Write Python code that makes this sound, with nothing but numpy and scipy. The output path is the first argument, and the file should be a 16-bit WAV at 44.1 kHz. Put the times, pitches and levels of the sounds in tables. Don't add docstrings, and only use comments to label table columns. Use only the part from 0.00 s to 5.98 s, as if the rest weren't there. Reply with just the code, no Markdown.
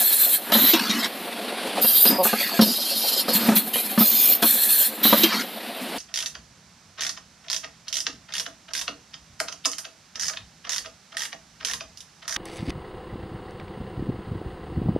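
import sys
import numpy as np
from scipy import signal
from scipy.fft import rfft, irfft
from scipy.io import wavfile
from scipy.ndimage import uniform_filter1d, map_coordinates

SR = 44100
rng = np.random.default_rng(int(sys.argv[2]) if len(sys.argv) > 2 else 0)


def bounce(signal):
    frames = np.transpose(np.atleast_2d(signal))
    limited = np.clip(frames, -1, 1)
    pcm = np.round(limited * 32767).astype(np.int16)
    wavfile.write(sys.argv[1], SR, pcm)


N = 263718
TIME = np.arange(N) / SR
FREQS = np.maximum(np.fft.rfftfreq(N, 1 / SR), 1)


def from_db(db):
    return 10 ** (np.asarray(db) / 20)


def unit_rms(x):
    return x / np.sqrt(np.mean(x ** 2) + 1e-20)


def eq_curve(points):
    hz, db = np.transpose(points)
    return np.interp(np.log(FREQS), np.log(hz), db)


def drift(rate_hz):
    knots = np.arange(0, N, SR / rate_hz / 2)
    return unit_rms(np.interp(np.arange(N), knots, rng.standard_normal(N)[:len(knots)]))


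def bandpass(x, low_hz, high_hz):
    sos = signal.butter(2, [low_hz, min(high_hz, .45 * SR)], "band", fs=SR, output="sos")
    return signal.sosfilt(sos, x)


def add(track, start_s, sound):
    start = round(start_s * SR)
    if -len(sound) < start < N:
        track[max(start, 0):start + len(sound)] += sound[max(-start, 0):N - start]


def ring(force, hz, t60):
    r, w = from_db(-60 / (t60 * SR)), 2 * np.pi * hz / SR
    return signal.lfilter([0, np.sin(w)], [1, -2 * r * np.cos(w), r * r], force + 1e-18)


def struck(modes, t60, chatter_s, first_blow, crack_db, band_hz):
    t, (low_hz, high_hz) = TIME[:SR // 3], band_hz
    force = rng.standard_normal(len(t)) ** 3 * np.exp(-t / chatter_s)
    force[0] += first_blow
    rings = 0
    for hz, db in modes:
        gain = from_db(db + rng.normal(0, 3.7)) * rng.choice([-1, 1])
        rings += gain * ring(force, hz * rng.normal(1, 0.028), t60)
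    crack = from_db(crack_db) * unit_rms(bandpass(force, low_hz, high_hz))
    hit = bandpass(unit_rms(rings), low_hz / 2, 2 * high_hz) + crack
    return hit / np.sqrt(uniform_filter1d(hit ** 2, size=441).max())


# frequency in Hz, left-right correlation.
STEREO_CORRELATION = [(90, .88), (170, .997), (400, .985), (3800, .997), (5500, .94), (8000, .78)]


def noise(colour_db):
    mid, side = rfft(rng.standard_normal((2, N)))
    alike = np.clip(eq_curve(STEREO_CORRELATION), 0, 1)
    stereo = np.sqrt(1 + alike) * mid + np.sqrt(1 - alike) * side * [[1], [-1]]
    return unit_rms(irfft(from_db(colour_db) * stereo, N))


def turbulence(x, depth_db, patch_hz, patch_s):
    bins = signal.stft(x, nperseg=512)[2]
    row, frame = np.indices(bins.shape[1:])
    hz, s = row * SR / 512, frame * 256 / SR
    grid = rng.standard_normal((128, 512))
    patches = map_coordinates(grid, [hz / patch_hz, s / patch_s], order=1, mode="wrap")
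    return unit_rms(signal.istft(bins * from_db(depth_db * unit_rms(patches)))[1][:, :N])


def hall(x, t60=0.11, predelay_s=.008):
    t = TIME[:SR]
    decay = from_db(-60 * t / t60) * (t > predelay_s)
    mid, side = bandpass(rng.standard_normal((2, SR)), 133, 9700) * decay
    tail = mid + .5 * side * [[1], [-1]]
    return signal.fftconvolve(x, tail / np.sqrt(np.sum(tail[0] ** 2)), axes=1)[:, :N]


def jug_shake(knock_db=-24, settle_s=0.13, chuck_db=-10.0, scuff_db=-6):
    shake = from_db(chuck_db) * chuck_drive() + from_db(scuff_db) * slide_speed()
    for start, _, db in KNOCKS:
        add(shake, start, from_db(db + knock_db) * np.exp(-TIME[:SR] / settle_s))
    return shake


# frequency in Hz, level in dB.
DRONE_EQ = [(40, -29), (100, -37), (145, -16.5), (185, -3.5), (225, 7.5), (270, -0.5), (350, -8),
            (480, -17.5), (900, -26.5)]
RATTLE_EQ = [(180, -20), (300, -2.5), (510, 0), (599, -2.5), (715, 1.5), (881, -4), (1450, -7.5),
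             (3240, -6), (4540, -9.5), (6580, -28), (9830, -13.5), (14000, -26)]


def conveyor(drone_db=-36.0, rattle_db=-28, shaken_rattle_db=-11, throb_db=3.5, grain_db=1.2):
    shake = jug_shake()
    drone_level = np.hypot(from_db(drone_db), shake) * from_db(throb_db * drift(14))
    drone = noise(eq_curve(DRONE_EQ))
    rattle = turbulence(noise(eq_curve(RATTLE_EQ)), depth_db=1.3, patch_hz=180, patch_s=.03)
    rattle_level = np.hypot(from_db(rattle_db), from_db(shaken_rattle_db) * shake)
    return drone_level * drone + rattle_level * from_db(grain_db * drift(60)) * rattle


# frequency in Hz, level in dB.
JUG_MODES = [(515, 0), (557.5, 7), (684, 7.5), (729, 3.5), (905, 5.5), (1005, 1), (1252, 2), (1510, -0.5),
             (1692, 2), (1970, -10.5), (400, 1.5), (296, 6.5)]
# start and end in seconds, boost in dB.
RIDING_FREE = (2.4, 3.4, 4.9)


def link_taps(first_s=.002, every_s=.1263, tap_db=-24.0, uneven_db=2.0, yield_s=0.0086):
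    out, (freed, held, boost_db) = np.zeros(N), RIDING_FREE
    for start in np.arange(first_s, N / SR, every_s):
        tap = struck(JUG_MODES[:4], t60=0.081, chatter_s=0.013, first_blow=3.6,
                     crack_db=-7.5, band_hz=(360, 1000))
        db = tap_db + boost_db * (freed < start < held) + rng.normal(0, uneven_db)
        attack = 1 - np.exp(-TIME[:len(tap)] / yield_s)
        add(out, start, from_db(db) * tap * attack)
    return out


# start in seconds, length in seconds, level in dB.
SCUFFS = [(0.418, 0.36, -13.5), (2.033, 0.17, -14.5), (3.274, 0.37, -14), (4.956, 0.36, -13.5)]


def slide_speed():
    speed = np.zeros(N)
    for start, length, db in SCUFFS:
        add(speed, start, from_db(db) * np.sin(np.pi * TIME[TIME < length] / length))
    return speed


def scuffs(snags_per_s=260, t60=0.037, clatter_db=-8, rub_db=-9, rub_hz=(600, 2600)):
    snags = (rng.random(N) < snags_per_s / SR) * rng.standard_normal(N)
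    clatter = sum(from_db(db) * rng.choice([-1, 1]) * ring(snags, hz, t60) for hz, db in JUG_MODES)
    rub = bandpass(rng.standard_normal(N), *rub_hz)
    return slide_speed() * (from_db(clatter_db) * unit_rms(clatter) + from_db(rub_db) * unit_rms(rub))


def stick_slip(curve, jitter, rough_db, partials):
    times, pitches, levels = np.transpose(curve)
    hz, db = np.interp(TIME, times, pitches), np.interp(TIME, times, levels)
    phase = 2 * np.pi * np.cumsum(hz * (1 + jitter * drift(400))) / SR
    tone = sum(from_db(level) * np.sin(k * phase + rng.uniform(0, 2 * np.pi)) for k, level in partials)
    gate = uniform_filter1d(1.0 * ((TIME > times[0]) & (TIME < times[-1])), size=300)
    return gate * from_db(db + rough_db * drift(70)) * unit_rms(tone)


# time in seconds, pitch in Hz before detuning, level in dB.
SEAL_GLIDE = [(2.35, 2200, -31), (2.41, 2430, -23), (2.448, 2030, -20), (2.48, 1450, -29), (2.55, 750, -33)]
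SEAL_RING = [(2.38, 4620, -21), (2.55, 4550, -25), (2.61, 4500, -32.5)]


def seal_rasp():
    glide = stick_slip(SEAL_GLIDE, jitter=0.0613, rough_db=2.5, partials=[(0.96, 0)])
    upper = stick_slip(SEAL_RING, jitter=0.016, rough_db=-0.5, partials=[(0.98, 0)])
    return (glide + upper) * drift(260)


# time in seconds, pitch in Hz before detuning, level in dB.
SQUEAK = [(2.06, 4920, -26), (2.082, 5010, -3), (2.097, 5080, -20), (2.205, 5020, -23.5),
          (2.225, 4880, -32)]
# time in seconds, slips per second, level in dB.
GROAN = [(2.184, 186, -12), (2.206, 187, -6.5), (2.245, 178, -19)]
# harmonic number, level in dB.
GROAN_PARTIALS = [(1, -10), (2, -8.5), (3, 6), (4, 0), (5, -2.5), (6, -8)]


def chuck_slip():
    squeak = stick_slip(SQUEAK, jitter=0.0207, rough_db=5, partials=[(0.98, 0)])
    groan = stick_slip(GROAN, jitter=0.026, rough_db=0.5, partials=GROAN_PARTIALS)
    return squeak + groan


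# start in seconds, length in seconds, level in dB.
SPINS = [(0.742, 0.317, -20), (5.239, 0.175, -19)]
THREAD_CATCHES = [0, 0.505, 0.925]


def chuck_drive(catch_db=4.0, catch_s=0.039, stop_s=0.012):
    drive, t = np.zeros(N), TIME[:SR]
    for start, length, db in SPINS:
        moments = np.multiply(THREAD_CATCHES, length)
        catches = sum((t > at) * np.exp(-np.abs(t - at) / catch_s) for at in moments)
        release = np.exp(-np.maximum(t - length, 0) / stop_s)
        add(drive, start, from_db(db) * (1 + from_db(catch_db) * catches) * release)
    return uniform_filter1d(drive, size=700)


# frequency in Hz, level in dB.
CHUCK_EQ = [(410, -55), (700, -14), (965, -3.5), (2990, -5.5), (3970, -2.5), (5540, -10), (6390, -17.5),
            (12000, -18), (15600, -47), (22000, -120)]


def chuck_whir(grain_db=3.5, clinks_per_s=28, t60=0.12, clink_db=-3, grind_db=-5, modes=40):
    colour, clinks = eq_curve(CHUCK_EQ), 0
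    for hz in np.geomspace(900, 7000, modes) * rng.normal(1, 0.0125, modes):
        touches = np.zeros(N)
        moments = np.cumsum(rng.exponential(SR / clinks_per_s, size=200)).astype(int)
        touches[moments[moments < N]] = rng.standard_normal(size=200)[moments < N]
        clinks += from_db(np.interp(hz, FREQS, colour)) * np.sqrt(hz) * ring(touches, hz, t60)
    grind = turbulence(noise(colour), depth_db=6.0, patch_hz=232, patch_s=.04)
    grind *= from_db(grain_db * drift(110))
    return chuck_drive() * (from_db(clink_db) * unit_rms(clinks) + from_db(grind_db) * grind)


# frequency in Hz, level in dB.
STEEL_MODES = [(2430, -0.5), (2750, 5), (2980, 0.5), (3320, 11), (3490, 0), (3990, 10), (4280, 4),
               (4700, -24), (5300, -17)]
CONTACTS = {"shove": (2, 216.5, -6.5, -17.5), "slap": (-2, 220.5, 2, -12), "stop": (-6, 224, 0, -2.5),
            "ring": (0, 210, -20, -2), "seat": (-1.5, 327, -11, -1)}
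# start in seconds, kind of contact, level in dB.
KNOCKS = [(0.518, "stop", -8), (0.549, "slap", -8.5), (0.733, "seat", 0.5), (0.894, "ring", -13),
          (1.842, "stop", -15.5), (2.051, "stop", -8.5), (2.249, "slap", -9), (2.329, "slap", -7),
          (2.591, "shove", 5.5), (2.618, "shove", 1.5), (3.281, "slap", -15), (3.35, "ring", -7),
          (3.485, "shove", 0), (3.517, "shove", -6), (3.562, "ring", -5), (3.755, "slap", -16),
          (3.976, "shove", -2), (4.006, "shove", -2), (4.424, "stop", -7), (4.441, "slap", -9.5),
          (5.051, "slap", -7), (5.126, "slap", 3), (5.233, "seat", 2)]


def knocks(thump_t60=0.061, swell_s=0.018, yield_s=0.0019):
    out, t = np.zeros(N), TIME[:SR // 3]
    thump_envelope = from_db(-60 * t / thump_t60) * (1 - np.exp(-t / swell_s))
    attack = 1 - np.exp(-t / yield_s)
    for start, contact, db in KNOCKS:
        thump_db, thump_hz, clack_db, clink_db = CONTACTS[contact]
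        thump = np.sin(2 * np.pi * thump_hz * t) * thump_envelope
        clack = struck(JUG_MODES, t60=0.04, chatter_s=0.012, first_blow=32,
                       crack_db=-2.5, band_hz=(350, 1580))
        clink = struck(STEEL_MODES, t60=0.11, chatter_s=0.0086, first_blow=26,
                       crack_db=0.5, band_hz=(2360, 5830))
        rings = (from_db(clack_db) * clack + from_db(clink_db) * clink) * attack
        add(out, start, from_db(db) * (from_db(thump_db) * thump / np.abs(thump).max() + rings))
    return out


def pipe_ripple(depth_db=5.5, spacing_hz=71.44, fade_hz=10000):
    ripple = np.interp(FREQS / spacing_hz, np.arange(2000), rng.standard_normal(2000))
    return depth_db * ripple / (1 + (FREQS / fade_hz) ** 2)


# valve, start in seconds, level in dB, length in seconds,
# drop by the end in dB (negative swells), opening spurt in dB.
BLASTS = [("lower", 0.5134, -1.3, 0.2185, 1.9, -2.4), ("release", 1.81, -9, 0.28, -4.5, 0.87),
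          ("lift", 2.26, -9, 0.32, 9.5, 0), ("clamp", 2.604, -9.5, 0.6, 3.3, 9.4),
          ("clamp", 3.276, -17.5, 0.2, -1.1, 0), ("pick", 3.728, -12.5, 0.233, 10.5, 10.6),
          ("grip", 3.979, -6, 0.356, 1, 0), ("slide", 4.416, -1.5, 0.4516, 0, 1)]
PUFF_STARTS = [2.226, 3.326, 3.546]
PUFF_DB, PUFF_S = -1, 0.044
CYCLE_S = 4.51


def airflow(valve, open_s=0.017, shut_s=0.021, spurt_s=0.041, trail_db=-17, trail_s=0.27):
    flow, t = np.zeros(N), TIME[:SR]
    puffs = [("slide", start, PUFF_DB, PUFF_S, 0, 0) for start in PUFF_STARTS]
    attack = np.sin(np.pi / 2 * np.minimum(t / open_s, 1)) ** 2
    for name, start, level_db, length, sag_db, spurt_db in BLASTS + puffs:
        if name == valve:
            since_shut = np.maximum(t - length, 0)
            trail = from_db(trail_db) * np.exp(-since_shut / trail_s)
            release = np.maximum(np.exp(-since_shut / shut_s), trail)
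            db = level_db - sag_db * np.minimum(t / length, 1) + spurt_db * np.exp(-t / spurt_s)
            for cycle in (-1, 0, 1):
                add(flow, start + cycle * CYCLE_S, attack * release * from_db(db))
    return flow


# frequency in Hz, level in dB.
MUFFLER_EQ = [(120, -57), (300, -38), (1500.0, -13.5), (2500.0, -10.5), (3700.0, -1), (5000.0, -4.5),
              (6100.0, -11), (8200.0, -12), (10500.0, -3), (11400.0, -1), (12300.0, 4.5), (14000.0, 1.8),
              (17000, 1), (20000, -9)]
# centre in Hz, width in Hz, gain in dB.
SLIDE = [(4250, 5400, -11), (4300, 420, 8), (7600, 1000, 2.5), (12200, 2100, -6.5), (16300, 3000, 4.5)]
LOWER = [(2770, 1250, -6), (3770, 1600, 4.5), (4970, 3000, -5.5), (8930, 3800, -8.5), (9700, 440, -4),
         (11400, 1000, -13), (13000, 490, -8), (12740, 300, 3.5)]
RELEASE = [(2070, 720, -10), (4980, 680, 4.5), (6060, 320, -9), (11400, 990, -17), (11500, 4100, 8),
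           (13650, 520, 9.5)]
LIFT = [(1960, 2200, 8.5), (4620.0, 270, 0), (10300, 420.0, 4), (11640, 1400, 15.5), (11600, 4200, -13)]
CLAMP = [(2000, 980, -44), (5600, 2100, 1.5), (5960, 270, -9), (9130, 460, 4), (9260.0, 3200, -7.5),
         (9790.0, 410, 9), (11320, 620, -22), (14300, 3700, -11.5)]
PICK = [(2320, 1700, 8), (7850, 2300, 4), (10620, 1150, -16), (10630, 1850, 19), (12130.0, 270, 4.5)]
GRIP = [(2850, 1100, 6), (5360, 680, 8.5), (6600, 490, 8.5), (7300, 1300, 6), (10920, 1200, 8.5),
        (11600, 500, -24), (12000, 440, 10), (13200, 480, 8), (13770, 490, 17.5)]
VALVES = {"slide": SLIDE, "lower": LOWER, "release": RELEASE, "lift": LIFT, "clamp": CLAMP, "pick": PICK,
          "grip": GRIP}


def exhausts(flutter_db=1.5):
    hiss = 0
    for valve, path in VALVES.items():
        path_db = sum(db * np.exp(-(2 * (FREQS - hz) / width) ** 2) for hz, width, db in path)
        hiss += airflow(valve) * noise(eq_curve(MUFFLER_EQ) + path_db + pipe_ripple())
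    sputter = turbulence(hiss, depth_db=3.0, patch_hz=240.4, patch_s=.028)
    return np.std(hiss) * sputter * from_db(flutter_db * drift(22))


def scene(hall_db=-29.5):
    contacts = knocks() + link_taps() + scuffs() + seal_rasp() + chuck_slip() + chuck_whir()
    pan = from_db([[-.27], [.27]])
    return contacts + from_db(hall_db) * hall(contacts) + pan * exhausts() + conveyor()


def gain_control(x, threshold_db=-22.5, slope=0.48, release_db_per_s=20.0):
    power = np.abs(uniform_filter1d(np.mean(x ** 2, axis=0), size=600))
    level_db = 10 * np.log10(power + 1e-12)
    fall_db = release_db_per_s * TIME
    held_db = np.maximum.accumulate(level_db + fall_db) - fall_db
    over_db = uniform_filter1d(np.maximum(held_db - threshold_db, 0), size=300)
    return x * from_db(-slope * over_db)


def record(dry, ceiling=.8, bass_cut_hz=135, hiss_edge_hz=14300):
    ridden = gain_control(dry)
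    rounded = ridden / (1 + (ridden / ceiling) ** 4) ** .25
    thin = signal.sosfilt(signal.butter(2, bass_cut_hz, "high", fs=SR, output="sos"), rounded)
    return signal.sosfilt(signal.ellip(14, .1, 85, hiss_edge_hz, fs=SR, output="sos"), thin)


dry = scene()
out = record(dry)
bounce(out)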